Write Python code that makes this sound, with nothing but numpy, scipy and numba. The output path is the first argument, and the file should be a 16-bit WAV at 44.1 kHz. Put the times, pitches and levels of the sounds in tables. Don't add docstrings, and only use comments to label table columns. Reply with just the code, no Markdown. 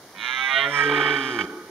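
import sys
import numpy as np
from scipy import signal
from scipy.fft import rfft, irfft, next_fast_len
from scipy.io import wavfile
from scipy.ndimage import uniform_filter1d
from numba import njit

SR = 44100
rng = np.random.default_rng(int(sys.argv[2]) if len(sys.argv) > 2 else 0)


def to_wav(sig):
    pcm = np.clip(np.atleast_2d(sig), -1, 1) * 32767
    pcm = np.round(pcm).astype(np.int16)
    wavfile.write(sys.argv[1], SR, pcm.T)


N = 74970
T = np.arange(N) / SR


def from_db(db):
    return 10 ** (np.asarray(db) / 20)


def in_time(rows):
    return np.interp(T, *np.transpose(rows))


def at_hz(points, hz):
    f, value = np.transpose(points)
    return np.interp(np.log(hz + 1), np.log(f), value)


def colour(x, gain):
    size = next_fast_len(2 * N)
    hz = np.arange(size // 2 + 1) * SR / size
    return irfft(rfft(x, size) * gain(hz), size)[..., :N]


def band(x, low_hz, high_hz):
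    return signal.sosfilt(signal.butter(3, [low_hz, high_hz], "band", fs=SR, output="sos"), x)


def pan(db):
    ratio = from_db(np.atleast_1d(db))
    return np.array([ratio, np.ones_like(ratio)]) * 2 / (1 + ratio)


def drift(hz):
    slow = colour(rng.standard_normal(N), lambda f: 1 / (1 + (f / hz) ** 2))
    return slow / slow.std()


def running_rms(x, size=900):
    power = uniform_filter1d(uniform_filter1d(x * x, size), size)
    return np.sqrt(np.abs(power) + 1e-14)


def clicks(times, heights):
    out, at = np.zeros(N), np.clip(times * SR, 10, N - 10)
    for k in range(-3, 5):
        i = at.astype(int) + k
        np.add.at(out, i, heights * np.sinc(i - at))
    return out


# f/Hz, coherence
COHERENCE = [(400,1.0),(700,.93),(1500,.7),(3000,.3),(6000,.05)]

def diffuse_noise():
    mid, side = rng.standard_normal((2, N))
    mid = colour(mid, lambda f: np.sqrt((1 + at_hz(COHERENCE, f)) / 2))
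    side = colour(side, lambda f: np.sqrt((1 - at_hz(COHERENCE, f)) / 2))
    return mid + side * [[1], [-1]]


# f/Hz, relative level/dB
AIR_SPECTRUM = [(25,-21),(60,-16),(130,-6),(290,-2),(600,-3),(1000,-7.5),(2000,-8.5),(3200,-13),(5500,-11.5),(9000,-15.5),(15000,-23.5)]

def air(level_db=-46.5, treble_pan_db=-1.5):
    balance = lambda f: pan(treble_pan_db * (1 - at_hz(COHERENCE, f)))
    noise = colour(diffuse_noise(), lambda f: from_db(at_hz(AIR_SPECTRUM, f)) * balance(f))
    return from_db(level_db) * noise / noise.std()


# f/Hz, level/dB
EAR_LEVEL = [(500,0),(750,-.3),(1000,-4),(1500,-5),(1900,-11),(2380,-18),(2850,-12.5),(3300,-4.7),(4000,-7),(5400,-7),(6100,-14),(7200,-4),(10000,-2)]
# f/Hz, phase/rad
EAR_PHASE = [(550,0),(870,-.5),(1100,-.4),(1800,-1.35),(2280,-1.3),(2650,-.1),(3050,.45),(3500,0),(4200,.3),(4800,2.8),(7000,1.5)]

def from_the_right(hz, share=1):
    phase = share * at_hz(EAR_PHASE, hz)
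    return pan(share * at_hz(EAR_LEVEL, hz)) * np.exp(.5j * phase * [[1], [-1]])


# f/Hz, relative level/dB
ECHO_SPECTRUM = [(140,-14),(330,-2),(460,-2),(620,-9),(850,-6),(1200,-8),(1550,-11),(2200,-15),(4000,-15),(9000,-15)]

def forest(voice, bass_t60_s=1.54, treble_t60_s=1, leaf_hz=1090, build_s=0.011, gain_db=-1):
    noise = diffuse_noise()
    bass = colour(noise, lambda f: 1 / (1 + (f / leaf_hz) ** 2))
    echoes = bass * from_db(-60 * T / bass_t60_s) + (noise - bass) * from_db(-60 * T / treble_t60_s)
    echoes *= 1 - np.exp(-(T / build_s) ** 2)
    echoes /= np.sqrt(np.sum(echoes ** 2) / 2)
    sent = colour(voice, lambda f: from_db(gain_db + at_hz(ECHO_SPECTRUM, f)) * from_the_right(f, 0.85))
    return signal.fftconvolve(sent, echoes, axes=1)[:, :N]


def rocks(voice, delay_s=.0032, gain_db=-12):
    return from_db(gain_db) * np.interp(T - delay_s, T, band(voice, 940, 8200))


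# t/s, relative level/dB
IMPACTS = [(1.3883,8),(1.3903,-5),(1.3999,2),(1.407,4),(1.4102,6.5),(1.4171,-14)]

def claps(decay_s=0.0077, turbulence=0.083):
    burst = np.exp(-T / decay_s) * turbulence * rng.standard_normal(N)
    burst[0] = 1
    times, db = np.transpose(IMPACTS)
    return signal.fftconvolve(clicks(times, from_db(db)), burst)[:N]


# t/s, level/dB
FUNDAMENTAL = [(0.2,-91),(0.49,-63.5),(0.53,-56.5),(0.68,-43),(0.9,-39.5),(1.15,-43.5),(1.3,-48.5),(1.44,-50)]
SECOND_HARMONIC = [(0.2,-62),(0.5,-66),(0.59,-57),(0.69,-37),(0.8,-32),(0.88,-30),(1.1,-30.5),(1.2,-38),(1.28,-41),(1.34,-47),(1.39,-43),(1.44,-42)]
THIRD_HARMONIC = [(0.2,-66),(0.53,-63),(0.6,-44),(0.69,-44),(0.77,-48),(0.88,-33.5),(1.0,-32),(1.1,-33),(1.24,-42),(1.3,-42),(1.361,-35),(1.43,-43)]

def chest_tone(cycles):
    tone = np.zeros(N)
    for k, level in enumerate((FUNDAMENTAL, SECOND_HARMONIC, THIRD_HARMONIC), 1):
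        tone -= (-1) ** k * np.sqrt(2) * np.cos(2 * np.pi * k * cycles) * from_db(in_time(level))
    return tone


@njit
def resonate(x, angle, r):
    out, state = np.zeros(len(x)), 0j
    for i in range(len(x)):
        state = state * r[i] * np.exp(1j * angle[i]) + x[i]
        out[i] = 2 * (1 - r[i]) * state.real
    return out


# f/Hz with the larynx high, f/Hz halfway, f/Hz low
FORMANT_HZ = [(940,688,367.6),(1485,1168,855.5),(1793,1493,1239),(2230,1900,1510),(2433,2140,1750),(2870,2300,2278),(3450,2880,2930),(3730,3240,3140),(3900,3580,3300),(5160,2900,4900),(5980,6000,4940),(6340,6900,6200),(9800,8800,8230)]
# base width/Hz, level/dB with the larynx high, level/dB halfway, level/dB low
FORMANT_SHAPE = [(36.4,2.5,-1,-0.5),(28,-1.5,1,-3),(38.8,1.5,6,1),(35.5,3.5,7.5,5.5),(51.6,5.5,8.5,2),(59.4,2.5,2,4.5),
                 (101,2,3,-4),(89,3,9,6.5),(104,3,4.5,-21),(300,-15,-6,-8),(293,20,9,5.5),(493,-14,-6,-1.5),(350,-1,7,-1)]
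# t/s, factor on the widths
WIDTH_FACTOR = [(0.15,2),(0.3,1.35),(0.45,.95),(0.8,1.05),(0.95,1.4),(1.17,1.3),(1.28,1.8),(1.36,1.4),(1.42,1.4)]
LOWEST, MIDDLE, UPPER, HIGHEST = slice(0, 1), slice(1, 6), slice(6, 9), slice(9, 13)

def throat(source, formants, retraction):
    def glide(high, half, low):
        return half + (2 * retraction - 1) * np.where(retraction < .5, half - high, low - half)

    out, damping = np.zeros(N), in_time(WIDTH_FACTOR)
    for hz, (width, *db) in zip(FORMANT_HZ[formants], FORMANT_SHAPE[formants]):
        angle = 2 * np.pi * glide(*hz) / SR
        radius = np.exp(-np.pi * width * damping / SR)
        out += resonate(source * from_db(glide(*db)), angle, radius)
    return out


# t/s, f/Hz
RISING_PITCH = [(0.16, 87.3), (0.2, 108.6), (0.226, 116.1), (0.25, 122), (0.286, 126.2), (0.334, 129.8),
                (0.45, 133), (0.54, 134.6), (0.658, 141), (0.715, 145), (0.766, 141.9), (0.8, 143.5)]
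FALLING_PITCH = [(0.86, 145), (0.98, 145.2), (1.1, 144.4), (1.155, 142), (1.194, 135.8), (1.222, 133.4),
                 (1.27, 130.5), (1.3, 127.5), (1.36, 116.7), (1.398, 105), (1.44, 88)]

def fold_cycles(roughness, waver=0.0132, lag_cycles=0.0969):
    hz = in_time(list(RISING_PITCH) + list(FALLING_PITCH)) * (1 + waver * roughness * drift(hz=32.5))
    return np.cumsum(hz) / SR - lag_cycles


JITTER_S, SHIMMER_DB, THROB_DB = 0.00032, 2.5, 1.5

def folds(cycles, roughness, retraction, smear_s_per_hz=1e-6):
    times = np.interp(np.arange(1, int(cycles[-1])), cycles, T)
    harsh, count = np.interp(times, T, roughness), len(times)
    jitter, shimmer = rng.standard_normal((2, 400))[:, :count]
    throb = THROB_DB * np.cos(2 * np.pi * np.arange(count) / 3)
    pulses = clicks(times + JITTER_S * harsh * jitter, from_db(harsh * (SHIMMER_DB * shimmer + throb)))
    softness = np.interp(retraction, (0.43, 0.566), (0, 1))
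    smeared = colour(pulses, lambda f: np.exp(-1j * np.pi * smear_s_per_hz * f ** 2))
    pulses = np.sqrt(1 - softness) * pulses + np.sqrt(softness) * smeared
    decay_cycles = .45 + 1.2 * softness * retraction
    puffs = rng.standard_normal(N) * np.exp(-(cycles % 1) / decay_cycles)
    flutter_db = roughness * SHIMMER_DB * drift(hz=60) + np.interp(T, times, harsh * throb)
    puffs = puffs / running_rms(puffs) * from_db(flutter_db)
    return pulses / pulses.std(), puffs / puffs.std()


# t/s, share of full stretch
LARYNX_DESCENT = [(0.14,-0.12),(0.2,0),(0.33,0.19),(0.45,0.33),(0.56,0.5),(0.62,0.58),(0.68,0.68),(0.74,0.77),(0.8,0.87),(0.9,0.93),(1.0,0.98),(1.42,1)]
# t/s, roughness from 0 to 1
ROUGHNESS = [(0.15,.1),(0.3,.05),(0.54,.03),(0.62,.05),(0.72,.12),(0.79,.25),(0.84,.45),(0.92,.8),(1.16,.75),(1.2,.12),(1.26,.06),(1.36,.09),(1.41,.4)]
# t/s, level/dB
BASS_DRIVE = [(0.15, -28), (0.3, -20), (0.44, -17), (0.58, -7), (0.63, -15.5), (0.68, -9.5), (0.71, -20),
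              (0.8, -17), (0.88, -10.5), (1.12, -13), (1.25, -36), (1.36, -11), (1.44, -13.5)]
# t/s, level/dB
MIDDLE_LEVEL = [(0.131, -51.5), (0.212, -33.5), (0.256, -27), (0.44, -25.5), (0.572, -20.5), (0.664, -23),
                (0.702, -34), (0.744, -24), (0.81, -18.5), (0.858, -24.5), (0.964, -21.5), (1.06, -21.5),
                (1.17, -23.5), (1.19, -27.5), (1.33, -32), (1.38, -31.5), (1.41, -32), (1.44, -40.5)]
UPPER_LEVEL = [(0.15, -69), (0.18, -46.5), (0.2, -41), (0.268, -34), (0.482, -35), (0.574, -24),
               (0.647, -27.5), (0.682, -41.5), (0.798, -33.5), (0.832, -34), (1.0, -31), (1.094, -29.5),
               (1.12, -32.5), (1.27, -35), (1.352, -39.5), (1.372, -40), (1.41, -41), (1.44, -46)]
HIGHEST_LEVEL = [(0.17, -64), (0.242, -49), (0.47, -48), (0.65, -56), (0.756, -38), (0.928, -48),
                 (0.942, -45), (1.362, -45), (1.37, -49)]
RASP, UPPER_RASP, WHEEZE = 1.2, 2.4, 11
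START_S, ATTACK_S, RELEASE_S, END_S = 0.139, 0.013, 0.004, 1.455

def stag():
    roughness, retraction = in_time(ROUGHNESS), in_time(LARYNX_DESCENT)
    cycles = fold_cycles(roughness)
    pulses, puffs = folds(cycles, roughness, retraction)
    rasp = roughness * puffs
    source = pulses + RASP * rasp
    slaps = claps()

    def register(drive, formants, level, band_hz, clap_db):
        voiced = band(throat(drive, formants, retraction), *band_hz)
        slapped = band(throat(slaps, formants, retraction), *band_hz)
        return voiced / running_rms(voiced) * from_db(in_time(level)) + from_db(clap_db) * slapped

    voice = band(throat(source * from_db(in_time(BASS_DRIVE)), LOWEST, retraction), 143, 1060)
    voice += register(source, MIDDLE, MIDDLE_LEVEL, band_hz=(778, 2410), clap_db=5.5)
    voice += register(source + UPPER_RASP * rasp, UPPER, UPPER_LEVEL, band_hz=(2410, 3880), clap_db=-3)
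    voice += register(source + WHEEZE * puffs, HIGHEST, HIGHEST_LEVEL, band_hz=(4200, 8800), clap_db=-21)
    voice += chest_tone(cycles)
    return voice * np.clip((T - START_S) / ATTACK_S, 0, 1) * np.clip((END_S - T) / RELEASE_S, 0, 1)


def scene():
    voice = stag()
    return colour(voice + rocks(voice), from_the_right) + forest(voice) + air()


# f/Hz, width/Hz
MICROPHONE_DIPS = [(2605,558),(7750,1900)]

def record(dry):
    for hz, width in MICROPHONE_DIPS:
        dry = signal.lfilter(*signal.iirnotch(hz, hz / width, fs=SR), dry)
    return signal.sosfilt(signal.ellip(10, .1, 80, 15600, fs=SR, output="sos"), dry)


dry = scene()
out = record(dry)
to_wav(out)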